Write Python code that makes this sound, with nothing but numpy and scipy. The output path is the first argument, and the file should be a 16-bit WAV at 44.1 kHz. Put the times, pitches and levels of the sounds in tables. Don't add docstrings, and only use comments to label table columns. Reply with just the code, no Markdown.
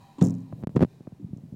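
import sys
import numpy as np
from scipy import signal
from scipy.fft import rfft, irfft, next_fast_len
from scipy.io import wavfile
from scipy.ndimage import uniform_filter1d

SR = 44100
rng = np.random.default_rng(int(sys.argv[2]) if len(sys.argv) > 2 else 0)


def to_wav(s):
    ch = np.atleast_2d(s).T
    pcm = np.round(np.clip(ch, -1, 1) * 32767)
    wavfile.write(sys.argv[1], SR, pcm.astype(np.int16))


N = 68355


def undb(db):
    return 10 ** (np.asarray(db) / 20)


def since(start):
    return np.maximum(np.arange(N) / SR - start, 0)


def fade(start, t60, rise=0.003):
    age = since(start)
    return (1 - np.exp(-age / rise)) * np.exp(-np.log(1000) * age / t60)


def add(out, start, x):
    i = int(np.clip(round(start * SR), 0, N - 1))
    out[i:i + len(x)] += x[:N - i]


def filtered(x, response):
    size = next_fast_len(2 * N)
    f = np.fft.rfftfreq(size, 1 / SR) + 1e-6
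    return irfft(rfft(x, size) * response(f), size)[:N]


def resonance(f, hz, q):
    return 1 / (1 + 1j * f / hz / q - (f / hz) ** 2)


def low_cut(x, hz):
    return filtered(x, lambda f: -resonance(f, hz, q=0.79) * (f / hz) ** 2)


def colour(x, points):
    hz, db = np.array(points).T
    return filtered(x, lambda f: undb(np.interp(np.log(f), np.log(hz), db)))


def noise(points):
    x = colour(rng.standard_normal(N), points)
    return x / x.std()


def ringing_noise(bands):
    def response(f):
        return sum(undb(db) / (1 + 1j * (f / hz - hz / f) * hz / width) for hz, width, db in bands)
    x = filtered(rng.standard_normal(N), response)
    return x / x.std()


def ring(tones, start, rise):
    return sum(undb(db) * fade(start, t60, rise) * np.sin(2 * np.pi * hz * since(start))
               for hz, db, t60 in tones)


def knock(contact_ms):
    f = np.fft.rfftfreq(4096, 1 / SR)
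    body = resonance(f, hz=164, q=1.35) * resonance(f, hz=184, q=0.56)
    bass_cut = resonance(f, hz=30, q=1) * f ** 4
    softness = (1 + 1j * np.pi * f * contact_ms / 1000) ** 4
    x = irfft(body * bass_cut / softness)
    return x / abs(x).max()


# pitch in Hz, width in Hz, relative level in dB.
EARLIER_RING = [(789, 32, 6.5), (974, 62, 4), (1725, 320, -14.5), (2400, 120, -10.5), (3040, 100, -14.5),
                (3840, 170, -9.5), (6500, 270, -23.5)]
# pitch in Hz, width in Hz, relative level in dB.
LATER_RING = [(400, 49, 12), (630, 69, -2), (1560, 44, 0), (1780, 28, -1), (2410, 46, -3), (3730, 450, -10),
              (4900, 500, -26)]
# frequency in Hz, relative level in dB.
AIR_COLOUR = [(25, -12), (70, -15), (135, 2), (300, -6), (500, -18.5), (800, -17), (1400, -28.5),
              (3000, -32), (7000, -36.5), (16000, -44)]

def hall():
    earlier = undb(-58) * ringing_noise(EARLIER_RING) * fade(0, t60=3.16)
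    later = undb(-62) * ringing_noise(LATER_RING) * fade(0.876, t60=1.28, rise=0.01)
    return earlier + later + undb(-59.5) * noise(AIR_COLOUR)


# frequency in Hz, relative level in dB.
RUMBLE_COLOUR = [(25, -40), (70, -13.5), (125, 10), (200, 1), (320, -14), (600, -17), (1200, -48)]
# time in seconds, level in dB.
RUMBLE_LEVELS = [(0, -53), (.17, -65.5), (.25, -43.5), (.5, -52), (.61, -40), (.73, -45), (.89, -48.5),
                 (.96, -53), (1.17, -59), (1.55, -47)]

def rumble():
    times, db = np.array(RUMBLE_LEVELS).T
    return noise(RUMBLE_COLOUR) * undb(np.interp(since(0), times, db))


# start in seconds, level in dB, push (+1) or pull (-1),
# contact time in milliseconds.
STEPS_AND_BUMPS = [(0.0236, -41.5, -1, 1.68), (0.5303, -24.5, -1, 1.35), (0.7509, -23.5, 1, 0.39),
                   (0.7579, -20, 1, 0.27), (0.8207, -14, 1, 1.8), (1.0065, -34, 1, 0.21),
                   (1.0744, -28.5, -1, 0.24), (1.1222, -38.5, 1, 0.16), (1.1247, -34, 1, 1.9),
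                   (1.2251, -34.5, -1, 0.89), (1.2421, -23, -1, 1.2), (1.3033, -35.5, 1, 2.7),
                   (1.3298, -48, 1, 0.17), (1.3314, -23.5, -1, 0.79), (1.3637, -31, 1, 0.71),
                   (1.3823, -34.5, 1, 0.41), (1.4342, -31.5, -1, 1), (1.5239, -28.5, -1, 0.84),
                   (1.5398, -30, -1, 0.73)]

def thuds():
    out = np.zeros(N)
    for start, db, direction, contact_ms in STEPS_AND_BUMPS:
        add(out, start, direction * undb(db) * knock(contact_ms))
    return low_cut(out, hz=76)


# start in seconds, level in dB, slap in dB compared with that level.
FLOOR_HITS = [(.183, -33, -8.5), (1.197, -40.5, -40)]
# pitch in Hz, relative level in dB, fade time in seconds.
BALL_TONES = [(292, 6, 0.089), (340, -6, 0.2), (1010, -26.5, 0.032)]
# frequency in Hz, relative level in dB.
ECHO_COLOUR = [(60, -37), (130, -8.5), (200, 8), (290, 3), (450, -33), (950, -44), (2000, -59)]
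# frequency in Hz, relative level in dB.
SLAP_COLOUR = [(300, -8), (600, -1.5), (1000, 10.5), (1600, -21), (3000, -11), (4000, -15), (5500, -30),
               (7500, -16.5), (12000, -50)]

def floor_bounces():
    echo_noise, slap_noise = undb(-0.5) * noise(ECHO_COLOUR), noise(SLAP_COLOUR)
    out = np.zeros(N)
    for start, db, slap_db in FLOOR_HITS:
        ball = ring(BALL_TONES, start, rise=0.0037)
        echo = echo_noise * fade(start, t60=0.99, rise=0.011)
        slap = undb(slap_db) * slap_noise * fade(start, t60=0.086, rise=0.0012)
        out += undb(db) * (ball + echo + slap)
    return out


# frequency in Hz, relative level in dB.
CRACK_COLOUR = [(300, -11), (900, 6), (1400, -0.5), (2000, -2.5), (2800, -9.5), (3700, -4), (5000, -8.5),
                (7500, -8.5), (9500, -27), (10500, -34), (16000, -46)]
# pitch in Hz, relative level in dB, fade time in seconds.
PANEL_TONES = [(112.25, -7, 0.684), (176.3, 0.5, 0.56), (221.3, -4, 0.44), (262, -3.5, 0.58),
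               (306.8, -8, .31), (141.8, -8, 0.45), (197, -16, 0.16), (404.4, -19, 0.43),
               (517, -13.5, 0.22), (153.7, 6.5, 0.057)]
# frequency in Hz, relative level in dB.
SHUDDER_COLOUR = [(50, -6), (100, 0), (200, 3), (350, -3), (520, -7.5), (800, -16), (1300, -28.5),
                  (1800, -34.5), (4000, -47)]
# pitch in Hz, level in dB, fade time in seconds.
POCK_TONES = [(630, -29, 0.043), (765, -32, .06), (944, -34, 0.032), (1299, -34, 0.046),
              (3607, -38.5, 0.029)]

def back_wall():
    contact_s, panel_s, push_s = 0.2108, 0.2158, 0.2194
    crack = undb(-36.5) * noise(CRACK_COLOUR) * fade(contact_s, t60=0.067, rise=0.00081)
    boom = -undb(-17) * ring(PANEL_TONES, panel_s, rise=0.0021)
    shudder = undb(-23) * noise(SHUDDER_COLOUR) * fade(panel_s, t60=0.3, rise=0.00099)
    pock = ring(POCK_TONES, panel_s, rise=0.002)
    out = crack + boom + shudder + pock
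    add(out, push_s, undb(-9.5) * knock(contact_ms=0.63))
    return low_cut(out, hz=87)


# start in seconds, relative level in dB.
TICKS = [(.2263, -24), (0.2327, -37), (0.2494, -29), (0.2532, -29), (0.2607, -34), (0.264, -36),
         (0.2704, -36), (0.2704, -35), (0.2774, -39.5), (0.2859, -35.5), (.298, -38.5), (.3058, -38),
         (0.308, -37.5), (0.3412, -43.5), (0.351, -46.5), (0.385, -52), (.4063, -53), (.4213, -56),
         (0.7611, -38), (1.3737, -49.5)]
# frequency in Hz, relative level in dB.
TICK_COLOUR = [(2000, -39), (4850, -12.5), (5400, -2), (7200, 0), (8200, -8), (10000, -17.5), (13000, -24),
               (16000, -34.5)]
# frequency in Hz, relative level in dB.
SCRAPE_COLOUR = [(3000, -39), (6100, -14), (6900, 8), (8200, -21), (9800, -3), (11000, -27), (13300, -12),
                 (14500, -36)]

def fittings():
    taps, sizzle_level = np.zeros(N), np.zeros(N)
    for start, db in TICKS:
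        add(taps, start, undb([db]))
        sizzle_level += undb(db - 36) * fade(start, t60=0.012, rise=0.00019)
    sizzle = rng.standard_normal(N) * sizzle_level
    scrape = undb(-39.5) * noise(SCRAPE_COLOUR) * fade(0.2385, t60=0.047, rise=0.00032)
    return undb(16) * colour(taps + sizzle, TICK_COLOUR) + scrape


# start in seconds, level in dB.
CLACK_HITS = [(0.5263, -32.5), (1.0715, -38.5)]
# pitch in Hz, relative level in dB, fade time in seconds.
CLACK_TONES = [(297, 1.5, 0.029), (580, 4, 0.015), (973, -7, 0.016), (1530, -27, 0.013)]

def clacks():
    return -sum(undb(db) * ring(CLACK_TONES, start, rise=0.00031) for start, db in CLACK_HITS)


# start in seconds, level in dB, push (+1) or pull (-1),
# snap in dB compared with that level.
JOLTS = [(0.6278, -32, -1, -45), (0.6368, -23, -1, -38), (.6437, -32, 1, -31), (.6716, -19, 1, -12),
         (0.6937, -32.5, -1, -22), (0.763, -16, -1, -33), (0.7652, -11, -1, -43.5), (0.7665, -11, 1, -43.5),
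         (0.7743, -19, 1, -34.5), (0.778, -36, -1, -8), (0.7778, -22.5, -1, -43), (.794, -19.5, -1, -39),
         (0.8056, -24, -1, -46), (0.8081, -13.5, -1, -57), (.8089, -18.5, 1, -36), (0.817, -12.5, 1, -36.5),
         (0.8198, -23, -1, -36), (0.8239, -12, -1, -18), (0.8273, -10, -1, -41), (0.8283, -10, 1, -40),
         (.8337, -14.5, 1, -44), (.835, -12, -1, -42), (0.848, -18, -1, -39)]
# frequency in Hz, relative level in dB.
SNAP_COLOUR = [(1500, -7), (4000, -3), (9000, -4), (13000, -6.5), (16000, -10.5)]

def microphone_pops():
    pops, snaps = np.zeros(N), np.zeros(N)
    pop = knock(contact_ms=0)
    for start, db, direction, snap_db in JOLTS:
        add(pops, start, direction * undb(db) * pop)
        add(snaps, start, -direction * undb([db + snap_db]))
    return pops + colour(snaps, SNAP_COLOUR)


# start in seconds, end in seconds.
GAPS = [(.628, .637), (.644, .672), (.68, .694)]

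def microphone_cutouts():
    t = since(0)
    in_gap = np.any([(t > start) & (t < end) for start, end in GAPS], axis=0)
    volume = np.where(in_gap, undb(-30), 1.0)
    return uniform_filter1d(volume, size=64)


def scene():
    court = floor_bounces() + back_wall() + fittings() + hall() + rumble()
    return (court * microphone_cutouts() + thuds() + clacks() + microphone_pops())[None]


def record(dry):
    treble_cut = signal.ellip(8, 0.2, 70, 16000, fs=SR, output="sos")
    return signal.sosfilt(treble_cut, dry)


dry = scene()
out = record(dry)
to_wav(out)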